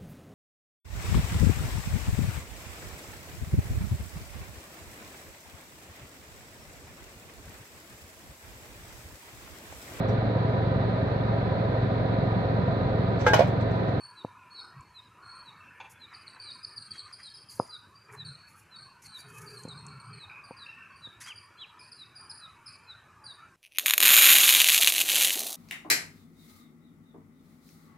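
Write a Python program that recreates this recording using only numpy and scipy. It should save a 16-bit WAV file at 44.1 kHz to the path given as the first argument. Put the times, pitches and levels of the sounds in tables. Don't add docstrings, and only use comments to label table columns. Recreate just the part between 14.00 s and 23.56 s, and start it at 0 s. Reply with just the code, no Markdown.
import sys
import numpy as np
from scipy import signal
from scipy.fft import rfft, irfft
from scipy.io import wavfile
from scipy.ndimage import uniform_filter1d

SR = 44100
rng = np.random.default_rng(int(sys.argv[2]) if len(sys.argv) > 2 else 0)


def generate_wav(signal):
    frames = np.transpose(np.atleast_2d(signal))
    scaled = np.clip(frames, -1, 1) * 32767
    pcm = np.round(scaled).astype(np.int16)
    wavfile.write(sys.argv[1], SR, pcm)


N = 421596
T = np.arange(N) / SR

# (frequency [Hz], density [dB])
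AIR_SPECTRUM = [(25, -36), (60, -7), (100, 7), (200, -3.5), (300, -8.5), (400, -5), (520, -14.5),
                (2500, -15.5), (3400, -25.5), (4600, -24), (5500, -25.5), (10000, -29.5), (15000, -39.5)]
# (frequency [Hz], density [dB])
TRAFFIC_SPECTRUM = [(350, -15.5), (600, -13), (673, -10), (727, -9), (968, 4.5), (1300, 6.5), (1800, 0.5),
                    (1990, -14), (2280, -1.5), (2550, -0.5), (2800, -13), (2990, -14.5), (3300, -21),
                    (4290, -76), (7260, -120)]
# (time [s], body [dB], hiss [dB])
TRAFFIC_LEVELS = [(0.0, -61, -65.5), (0.5, -62, -69), (0.64, -55.5, -70), (1.04, -70, -67),
                  (1.25, -56, -67.5), (1.44, -53.5, -64), (1.78, -64.5, -61), (1.89, -65.5, -64.5),
                  (2.34, -60.5, -58.5), (2.82, -63.5, -69), (3.49, -67.5, -70.5), (3.72, -62.5, -83),
                  (3.91, -63, -79), (4.1, -64.5, -68.5), (4.23, -61, -68.5), (4.66, -62, -67.5),
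                  (4.95, -63, -70), (5.27, -58, -61.5), (5.35, -59, -63.5), (5.64, -58.5, -66),
                  (5.8, -58.5, -67.5), (6.02, -56, -65), (6.18, -58, -60), (6.36, -52.5, -70),
                  (6.63, -60.5, -60.5), (7.08, -59, -65.5), (7.43, -62.5, -64.5), (7.77, -57.5, -69),
                  (7.88, -64.5, -65), (8.09, -66.5, -70), (8.25, -57.5, -65.5), (8.86, -61.5, -64.5),
                  (9.13, -61.5, -71), (9.32, -58.5, -75), (9.45, -58.5, -63.5), (9.56, -61.5, -84)]
# (time [s], level [dB])
WHINE_LEVELS = [(0, -55), (.35, -57), (.65, -61), (1.1, -64.5), (1.42, -59.5), (1.9, -67), (2.4, -81),
                (2.8, -93)]
# (frequency [Hz], t60 [s])
STREET_DECAY = [(200, 0.03), (1500, 0.93), (4200, 0.42), (9000, 0.46), (15000, 0.41)]
# (time [s], length [s], level [dB], tilt [dB/octave])
LEAF_SCUFFS = [(1.895, 0.053, -59, 12), (2.094, .1, -55.5, -16.5), (2.326, 0.08, -55, -26),
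               (2.935, 0.07, -56.5, -6.5), (3.06, 0.09, -59.5, -11), (3.182, 0.044, -56, -10.5),
               (3.491, 0.11, -56.5, 11), (3.573, 0.15, -65, 2), (4.088, 0.11, -53, -27),
               (4.109, 0.11, -67, 11), (4.465, 0.21, -66.5, 15), (5.018, 0.07, -57, 5),
               (5.14, 0.1, -59.5, 12), (5.27, 0.3, -59.5, 10), (5.508, 0.17, -65, 10),
               (7.202, 0.057, -48.5, 0), (7.249, .07, -48.5, -3.5)]
# (frequency [Hz], density [dB])
LEAF_SPECTRUM = [(300, -59), (1000, 6.5), (2200, 13.5), (3600, -1.5), (5200, 6), (6700, 9), (7800, 1.5),
                 (10800, 4.5), (13000, -11.5), (15500, -17)]
# (time [s], peak [dB])
TWIG_SNAPS = [(.808, -51), (4.126, -48.5), (4.151, -49), (5.635, -39), (5.686, -42), (5.866, -36),
              (8.726, -53), (8.765, -62)]
# (frequency [Hz], level [dB])
TWIG_SPECTRUM = [(500, -22), (3500, -14), (5300, 17), (7200, 30), (9600, 23), (11000, -6), (15000, -21)]
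# (time [s], peak [dB])
BOUNCES = [(1.8005, -31), (1.81, -34), (1.836, -53)]
# (frequency [Hz], level [dB], t60 [s])
BOUNCE_MODES = [(667, 2, 0.13), (920, 24.5, 0.022), (1480, 14, 0.03), (2400, 23.5, 0.011),
                (2627, 16.5, 0.018), (3390, 15, 0.019), (4400, 9, 0.0084), (6400, 5, 0.0094)]
# (time [s], peak [dB], treble loss if positive [dB/kHz], hollow ring [dB])
CAMERA_KNOCKS = [(.2478, -18.5, 9.5, -35.5), (0.799, -42, 202, -70), (3.5985, -8.5, -3.5, -31),
                 (5.652, -30.5, 23, -35), (5.678, -36, 20, -44), (6.509, -30, -7, -37),
                 (7.073, -43, 33, -53)]
# (frequency [Hz], level [dB])
KNOCK_SPECTRUM = [(30, -20), (70, -6), (110, 11), (350, 10.5), (540, 12.5), (950, 13.5), (1300, 4.5),
                  (1550, -12.5), (1800, -37), (4000, -126), (16000, -81)]
# (frequency [Hz], level [dB], t60 [s])
BODY_MODES = [(282, -1, 0.037), (526, 5, 0.032), (950, -3, 0.053)]
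# (time [s], length [s], low mode [dB], high mode [dB])
HAND_RUBS = [(0.735, 0.095, -51, -88), (4.068, 0.15, -58.5, -57), (4.16, 0.22, -46, -67),
             (5.22, 0.27, -50, -57), (5.38, 0.29, -53, -52.5), (5.616, 0.21, -48.5, -62),
             (5.762, 0.27, -45, -63), (6.036, 0.16, -47.5, -66), (6.12, 0.13, -62, -63)]
# (frequency [Hz], width [Hz])
RUB_MODES = [(130, 47), (415, 49)]
# (time [s], length [s], pitch [Hz], level [dB], waver [share of pitch])
CALLS_AND_TAILS = [(0.553, .1, 5050, -55, 0.025), (.985, 0.035, 5050, -59, 0.047),
                   (1.075, .04, 5100, -67, 0.036), (0.751, 0.13, 4370, -52, 0.0029),
                   (1.358, 0.11, 4370, -41, 0.0023), (0.344, 0.1, 2450, -55, 0.038),
                   (1.602, 0.026, 2650, -43.5, .025), (1.688, 0.078, 2830, -67, .013),
                   (1.936, 0.049, 3400, -58, 0.016), (2.87, .11, 3233, -50.5, 0.014),
                   (3.056, .48, 3230, -58.5, 0.011), (3.935, 0.048, 4710, -49, 0.019),
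                   (4.35, 0.087, 4410, -44, 0.016), (5.707, .036, 4780, -48, 0.024),
                   (5.993, 0.18, 4730, -55.5, 0.014), (6.876, 0.095, 4450, -58, 0.015),
                   (6.2, 0.19, 2500, -58.5, .04), (6.642, 0.21, 2662, -48.5, 0.038),
                   (7.688, 0.043, 957, -38, 0.041), (7.76, 0.016, 944, -40.5, .02)]
# (time [s], top pitch [Hz], level [dB])
LOW_SLURS = [(7.251, 3260, -41), (7.572, 3440, -42.5)]
# (time [s], top pitch [Hz], level [dB])
HIGH_SLURS = [(.151, 4075, -45.5), (.537, 4126, -44.5), (.932, 4110, -46), (1.437, 4090, -48),
              (1.987, 4130, -46), (2.442, 4105, -42.5), (3.219, 4180, -44.5), (3.696, 4114, -41),
              (4.16, 4110, -40.5), (4.698, 4110, -48.5), (5.11, 4100, -42), (5.661, 4100, -44.5),
              (6.18, 4110, -44.5), (6.577, 4110, -45), (7.009, 4010, -41), (7.565, 4130, -44.5),
              (7.968, 4110, -44), (8.395, 4090, -45), (8.863, 4096, -43.5), (9.255, 4090, -43.5)]
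# (time [s], length [s], top pitch [Hz], plunge [Hz], level [dB], octave [dB], flick [dB])
CHIP_NOTES = [(0.0, 0.044, 4480, 150, -50.5, -11.5, 2), (0.499, .11, 4426, 330, -49.5, -18, 14),
              (1.215, 0.15, 4400, 250, -49, -20, 19), (2.132, 0.024, 4950, 850, -51, -13, 14.5),
              (2.264, 0.024, 4535, 750, -48.5, -12.5, 9.5), (2.395, 0.033, 4630, 600, -44.5, -15, 0),
              (2.5, 0.025, 4760, 790, -46, -12, 13), (2.627, 0.029, 4970, 950, -46.5, -12.5, 16.5),
              (2.758, 0.03, 4860, 840, -46, -10, 15.5), (2.903, .022, 4730, 730, -45.5, -11.5, 10),
              (2.977, 0.024, 4505, 487, -43, -16, 8), (3.123, 0.023, 4994, 850, -46, -11, -2),
              (3.226, 0.019, 5000, 800, -45, -11.5, -12), (3.336, 0.025, 5140, 840, -49, -10, -5),
              (3.483, 0.023, 4940, 700, -51, -9, 3), (3.588, 0.033, 5040, 580, -54.5, -3.5, -5),
              (3.688, 0.03, 4880, 400, -53.5, -11.5, 2), (4.245, 0.03, 4464, 392, -48, -12, -11),
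              (4.753, 0.047, 4498, 440, -50.5, -13.5, 5.5), (5.044, 0.027, 4530, 480, -54, -7, 0),
              (5.181, 0.036, 4660, 250, -52.5, -10.5, -7), (5.459, 0.031, 4710, 605, -51, -11, 5),
              (5.559, 0.025, 4360, 350, -52.5, -6.5, 3.5), (5.679, 0.022, 4330, 280, -53, -8, 4),
              (5.771, 0.022, 4355, 300, -51, -9.5, -10), (5.878, 0.025, 4320, 220, -55, -14, -6),
              (5.995, 0.0254, 4410, 300, -55.5, -5, -10), (6.125, 0.033, 4413, 350, -55, -9, -6),
              (6.434, 0.033, 4784, 550, -57, -8, 0), (6.563, 0.037, 4780, 604, -55.5, -11.5, 0),
              (6.953, 0.029, 4706, 500, -63, -5.5, 0), (7.233, 0.028, 4860, 300, -53, -12, 3),
              (7.354, 0.032, 4763, 300, -51.5, -10, -3), (7.789, 0.029, 5055, 810, -54.5, -6.5, -10),
              (7.913, 0.021, 5030, 745, -48.5, -8.5, -9), (8.151, 0.038, 4864, 406, -52, -8, -12),
              (8.292, 0.027, 5050, 840, -47.5, -4.5, -4), (8.657, 0.028, 5090, 1040, -51.5, -7, -2),
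              (9.237, 0.036, 4810, 550, -55.5, -4.5, 7.5)]
# (time [s], direct sound [dB], fundamental's gain by the end of the plunge [dB])
CHIP_PERSPECTIVE = [(0, 6.5, 0), (1.3, -5.5, -6), (2.2, 7.5, -3), (2.65, 7, 0), (3, 11.5, -5),
                    (3.3, 9.5, -0.5), (4.3, 9.5, 3.5), (5.3, 5.5, 2), (5.9, 11, -2.5), (7, 7, -2),
                    (8.2, 11.5, 0), (9.3, 11.5, 5.5)]
# (frequency [Hz], gain [dB])
MIC_EQ = [(20, -3), (310, -1.5), (365, -2), (420, -4), (540, 0.5), (700, -2), (16000, 0.5)]


def amp(db):
    return 10 ** (np.asarray(db) / 20)


def unit(x):
    return x / np.sqrt(np.mean(x ** 2) + 1e-20)


def curve_at(points, hz):
    freqs, values = np.transpose(points)
    return np.interp(np.log(hz + 1), np.log(freqs + 1), values)


def add(mix, start_s, sound):
    part = mix[max(round(start_s * SR), 0):][:len(sound)]
    part += sound[:len(part)]


def noise(spectrum, size, tilt_db=0):
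    hz = np.fft.rfftfreq(size, 1 / SR)
    gain = amp(curve_at(spectrum, hz) + tilt_db * np.log2(hz / 1000 + 1))
    return unit(irfft(rfft(rng.standard_normal(size)) * gain, size))


def ringing_noise(mode_hz, width_hz):
    hz = np.fft.rfftfreq(N, 1 / SR)
    response = hz * width_hz / (mode_hz ** 2 - hz ** 2 + 1j * hz * width_hz)
    return unit(irfft(rfft(rng.standard_normal(N)) * response ** 2, N))


def wobble(size, rate_hz):
    knots = rng.standard_normal(2048)
    return np.interp(np.arange(size) / SR * rate_hz, np.arange(len(knots)), knots)


def burst(t, decay_s):
    return rng.standard_normal(len(t)) * np.exp(-t / decay_s)


def ring(modes, t):
    return sum(amp(db - 60 * t / t60) * np.sin(2 * np.pi * hz * t) for hz, db, t60 in modes)


def impact(spectrum, dull_db=0, size=4096):
    hz = abs(np.fft.fftfreq(size, 1 / SR))
    db = np.maximum(curve_at(spectrum, hz) - max(dull_db, 0) * hz / 1000, -100)
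    response = np.exp(np.conj(signal.hilbert(np.log(amp(db)))))
    pulse = np.fft.ifft(response).real[:size // 2]
    return pulse / abs(pulse).max()


def patches(shape, bins, frames):
    across_pitch = uniform_filter1d(rng.standard_normal(shape), bins, axis=0)
    return unit(uniform_filter1d(across_pitch, frames, axis=1))


def mottled(x, depth_db, size, bins, frames):
    bands = signal.stft(x, nperseg=size)[2]
    gain = amp(depth_db * (patches(bands.shape, bins, frames) - depth_db * np.log(10) / 20))
    return signal.istft(bands * gain, nperseg=size)[1][:len(x)]


def street_echo(x, predelay_s=0.012, build_s=0.0016, flutter_db=4, echoes_per_s=2000):
    taps = rng.standard_normal(SR) * (rng.random(SR) < echoes_per_s / SR)
    taps *= amp(flutter_db * wobble(SR, 120))
    hz, t, bands = signal.stft(taps, SR, nperseg=256)
    decay = amp(-60 * t / curve_at(STREET_DECAY, hz)[:, None])
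    tail = signal.istft(bands * decay, SR, nperseg=256)[1]
    tail *= np.clip((np.arange(len(tail)) / SR - predelay_s) / build_s, 0, 1)
    return signal.fftconvolve(x, tail / np.linalg.norm(tail))[:N]


def air(level_db=-61.5):
    return amp(level_db) * mottled(noise(AIR_SPECTRUM, N), depth_db=3.5, size=512, bins=2, frames=10)


def traffic(patchy_db=5.5, split_hz=1650):
    hz, _, bands = signal.stft(noise(TRAFFIC_SPECTRUM, N), SR, nperseg=1024, noverlap=768)
    bands *= amp(patchy_db * patches(bands.shape, bins=3, frames=15))
    lowpass = 1 / (1 + (hz[:, None] / split_hz) ** 12)
    times, body_db, hiss_db = np.transpose(TRAFFIC_LEVELS)
    out = np.zeros(N)
    for passband, db in (lowpass, body_db), (1 - lowpass, hiss_db):
        layer = signal.istft(bands * passband, nperseg=1024, noverlap=768)[1][:N]
        out += unit(layer) * amp(np.interp(T, times, db))
    return out


def machine_whine():
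    return amp(np.interp(T, *np.transpose(WHINE_LEVELS))) * ringing_noise(mode_hz=999.5, width_hz=90)


def leaves_and_twigs(crackle_db=1.7, clump_db=4.0, splinter_s=0.0022, echo_db=-14):
    out = np.zeros(N)
    for start, length, db, tilt_db in LEAF_SCUFFS:
        size = round(length * SR)
        grain = noise(LEAF_SPECTRUM, 32768, tilt_db)[:size]
        grain *= amp(crackle_db * wobble(size, 700) + clump_db * wobble(size, 60))
        swell = np.sin(np.pi * np.linspace(0, 1, size) ** 0.68)
        add(out, start, amp(db) * unit(grain * swell))
    out = mottled(out, depth_db=3, size=256, bins=2, frames=2)
    t = np.arange(SR // 50) / SR
    for start, db in TWIG_SNAPS:
        snap = signal.fftconvolve(impact(TWIG_SPECTRUM), burst(t, splinter_s))
        add(out, start, amp(db) * snap / abs(snap).max())
    return out + amp(echo_db) * street_echo(out)


def clack(contact_s=0.00055, scrape_s=0.011, echo_db=-6):
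    out, t = np.zeros(N), np.arange(SR // 8) / SR
    body = np.minimum(t / contact_s, 1) * ring(BOUNCE_MODES, t)
    for start, db in BOUNCES:
        hit = signal.fftconvolve(body, burst(t, scrape_s))
        add(out, start, amp(db) * hit / abs(hit).max())
    return out + amp(echo_db) * street_echo(out)


def camera_knocks(shudder_db=-47, shudder_s=0.027):
    out, t = np.zeros(N), np.arange(4096) / SR
    body = ring(BODY_MODES, t)
    for start, db, dull_db, hollow_db in CAMERA_KNOCKS:
        thud = -amp(db) * impact(KNOCK_SPECTRUM, dull_db)
        hollow = signal.fftconvolve(thud, body)
        add(out, start, thud)
        add(out, start, amp(hollow_db) * hollow / abs(hollow).max())
        add(out, start, signal.fftconvolve(thud, amp(shudder_db) * burst(t, shudder_s)))
    return out


def hand_rubs():
    out = np.zeros(N)
    for k, (mode_hz, width_hz) in enumerate(RUB_MODES):
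        hum = ringing_noise(mode_hz, width_hz)
        for start, length, *mode_db in HAND_RUBS:
            out += hum * amp(mode_db[k]) * np.sin(np.pi * np.clip((T - start) / length, 0, 1))
    return out


def syrinx(hz, envelope, octave_db, waver=0.0067, ground_gain=0.4):
    phase = 2 * np.pi * np.cumsum(hz * (1 + waver * wobble(len(hz), 600))) / SR
    note = envelope * (np.sin(phase) + amp(octave_db) * np.sin(2 * phase))
    note = np.pad(note, (0, 400))
    return note + ground_gain * np.roll(note, rng.integers(60, 400))


def calls_and_tails(breakup_db=3.9, reference_waver=0.009):
    out = np.zeros(N)
    for start, length, hz, db, waver in CALLS_AND_TAILS:
        size = round(length * SR)
        flicker_db = breakup_db * waver / reference_waver * wobble(size, 120)
        envelope = amp(db + flicker_db) * np.hanning(size) ** 0.5
        add(out, start, syrinx(np.full(size, hz), envelope, octave_db=-25, waver=waver))
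    return out


def slurs(calls, length_s, drop, crest, bend, late, peaked, octave_db):
    out, progress = np.zeros(N), np.linspace(0, 1, round(length_s * SR))
    arch = 1 - drop * abs((progress - crest) / (1 - crest)) ** bend
    swell = abs(np.sin(np.pi * progress ** late)) ** peaked
    for start, top_hz, db in calls:
        add(out, start, syrinx(top_hz * arch, amp(db) * swell, octave_db, ground_gain=0.39))
    return out


def foliage(x, smear_s=0.0075, split_hz=6500, scatter_db=-9, through_db=-4):
    scatter = burst(np.arange(SR // 25) / SR, smear_s)
    low = irfft(rfft(x) / (1 + (np.fft.rfftfreq(N, 1 / SR) / split_hz) ** 16), N)
    high = x - low
    smeared = signal.fftconvolve(high, scatter / np.linalg.norm(scatter))[:N]
    return low + amp(through_db) * high + amp(scatter_db) * smeared


def chips(flicked, climb_hz_per_s=763, plunge_s=0.0185, attack_s=0.0083, release_s=0.0022,
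          held_db=-5, ragged_db=2.5, flick_lead_s=0.0065, flick_s=0.0021):
    out = np.zeros(N)
    times, _, plunge_db = np.transpose(CHIP_PERSPECTIVE)
    for start, length, top_hz, plunge_hz, db, octave_db, flick_db in CHIP_NOTES:
        t = np.arange(0, length, 1 / SR)
        left_s = length - t
        plunge = np.clip(1 - left_s / plunge_s, 0, 1)
        hz = top_hz - climb_hz_per_s * left_s - plunge_hz * plunge ** 2
        gate = np.clip(t / max(attack_s, 0.15 * length), 0, 1) * np.clip(left_s / release_s, 0, 1)
        flick = flicked * np.exp(-((left_s - flick_lead_s) / flick_s) ** 2)
        accent_db = flick_db * flick + np.interp(start, times, plunge_db) * plunge
        level_db = db + held_db + accent_db + ragged_db * wobble(len(t), 300)
        envelope = np.sin(np.pi / 2 * gate) ** 2 * amp(level_db)
        waver = 0.019 * 0.025 / length
        add(out, start, syrinx(hz, envelope, octave_db - accent_db, waver))
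    return out


def birds(echo_cycle_s=1.1):
    high = slurs(HIGH_SLURS, 0.076, drop=0.119, crest=0.206, bend=1.476, late=1.82, peaked=0.9,
                 octave_db=-34)
    low = slurs(LOW_SLURS, 0.083, drop=0.37, crest=0.4, bend=2.2, late=2.1, peaked=0.6, octave_db=-40)
    faint = calls_and_tails()
    times, direct_db, _ = np.transpose(CHIP_PERSPECTIVE)
    direct_chips = amp(np.interp(T, times, direct_db)) * foliage(chips(flicked=True))
    direct = direct_chips + high + low + amp(-14) * faint
    send = amp(8.5) * chips(flicked=False) + amp(-10) * high + amp(-13) * low + amp(-10) * faint
    fades = [np.maximum(np.cos(2 * np.pi * (T / echo_cycle_s - k / 4)), 0) for k in range(4)]
    return direct + sum(street_echo(send * fade) for fade in fades)


def scene(traffic_db=2.5, side_echo_db=-26, side_air_db=-79.5):
    mid = birds() + camera_knocks() + hand_rubs() + clack() + leaves_and_twigs()
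    mid += amp(traffic_db) * traffic() + machine_whine() + air()
    side = amp(side_echo_db) * street_echo(mid) + amp(side_air_db) * noise(AIR_SPECTRUM, N, tilt_db=6.5)
    return np.array([mid + side, mid - side])


def record(dry):
    coloured = irfft(rfft(dry) * amp(curve_at(MIC_EQ, np.fft.rfftfreq(N, 1 / SR))), N)
    high_cut = signal.firwin(511, 15500, window=("kaiser", 9), fs=SR)
    return signal.oaconvolve(coloured, high_cut[None], "same")


dry = scene()
out = record(dry)
generate_wav(out)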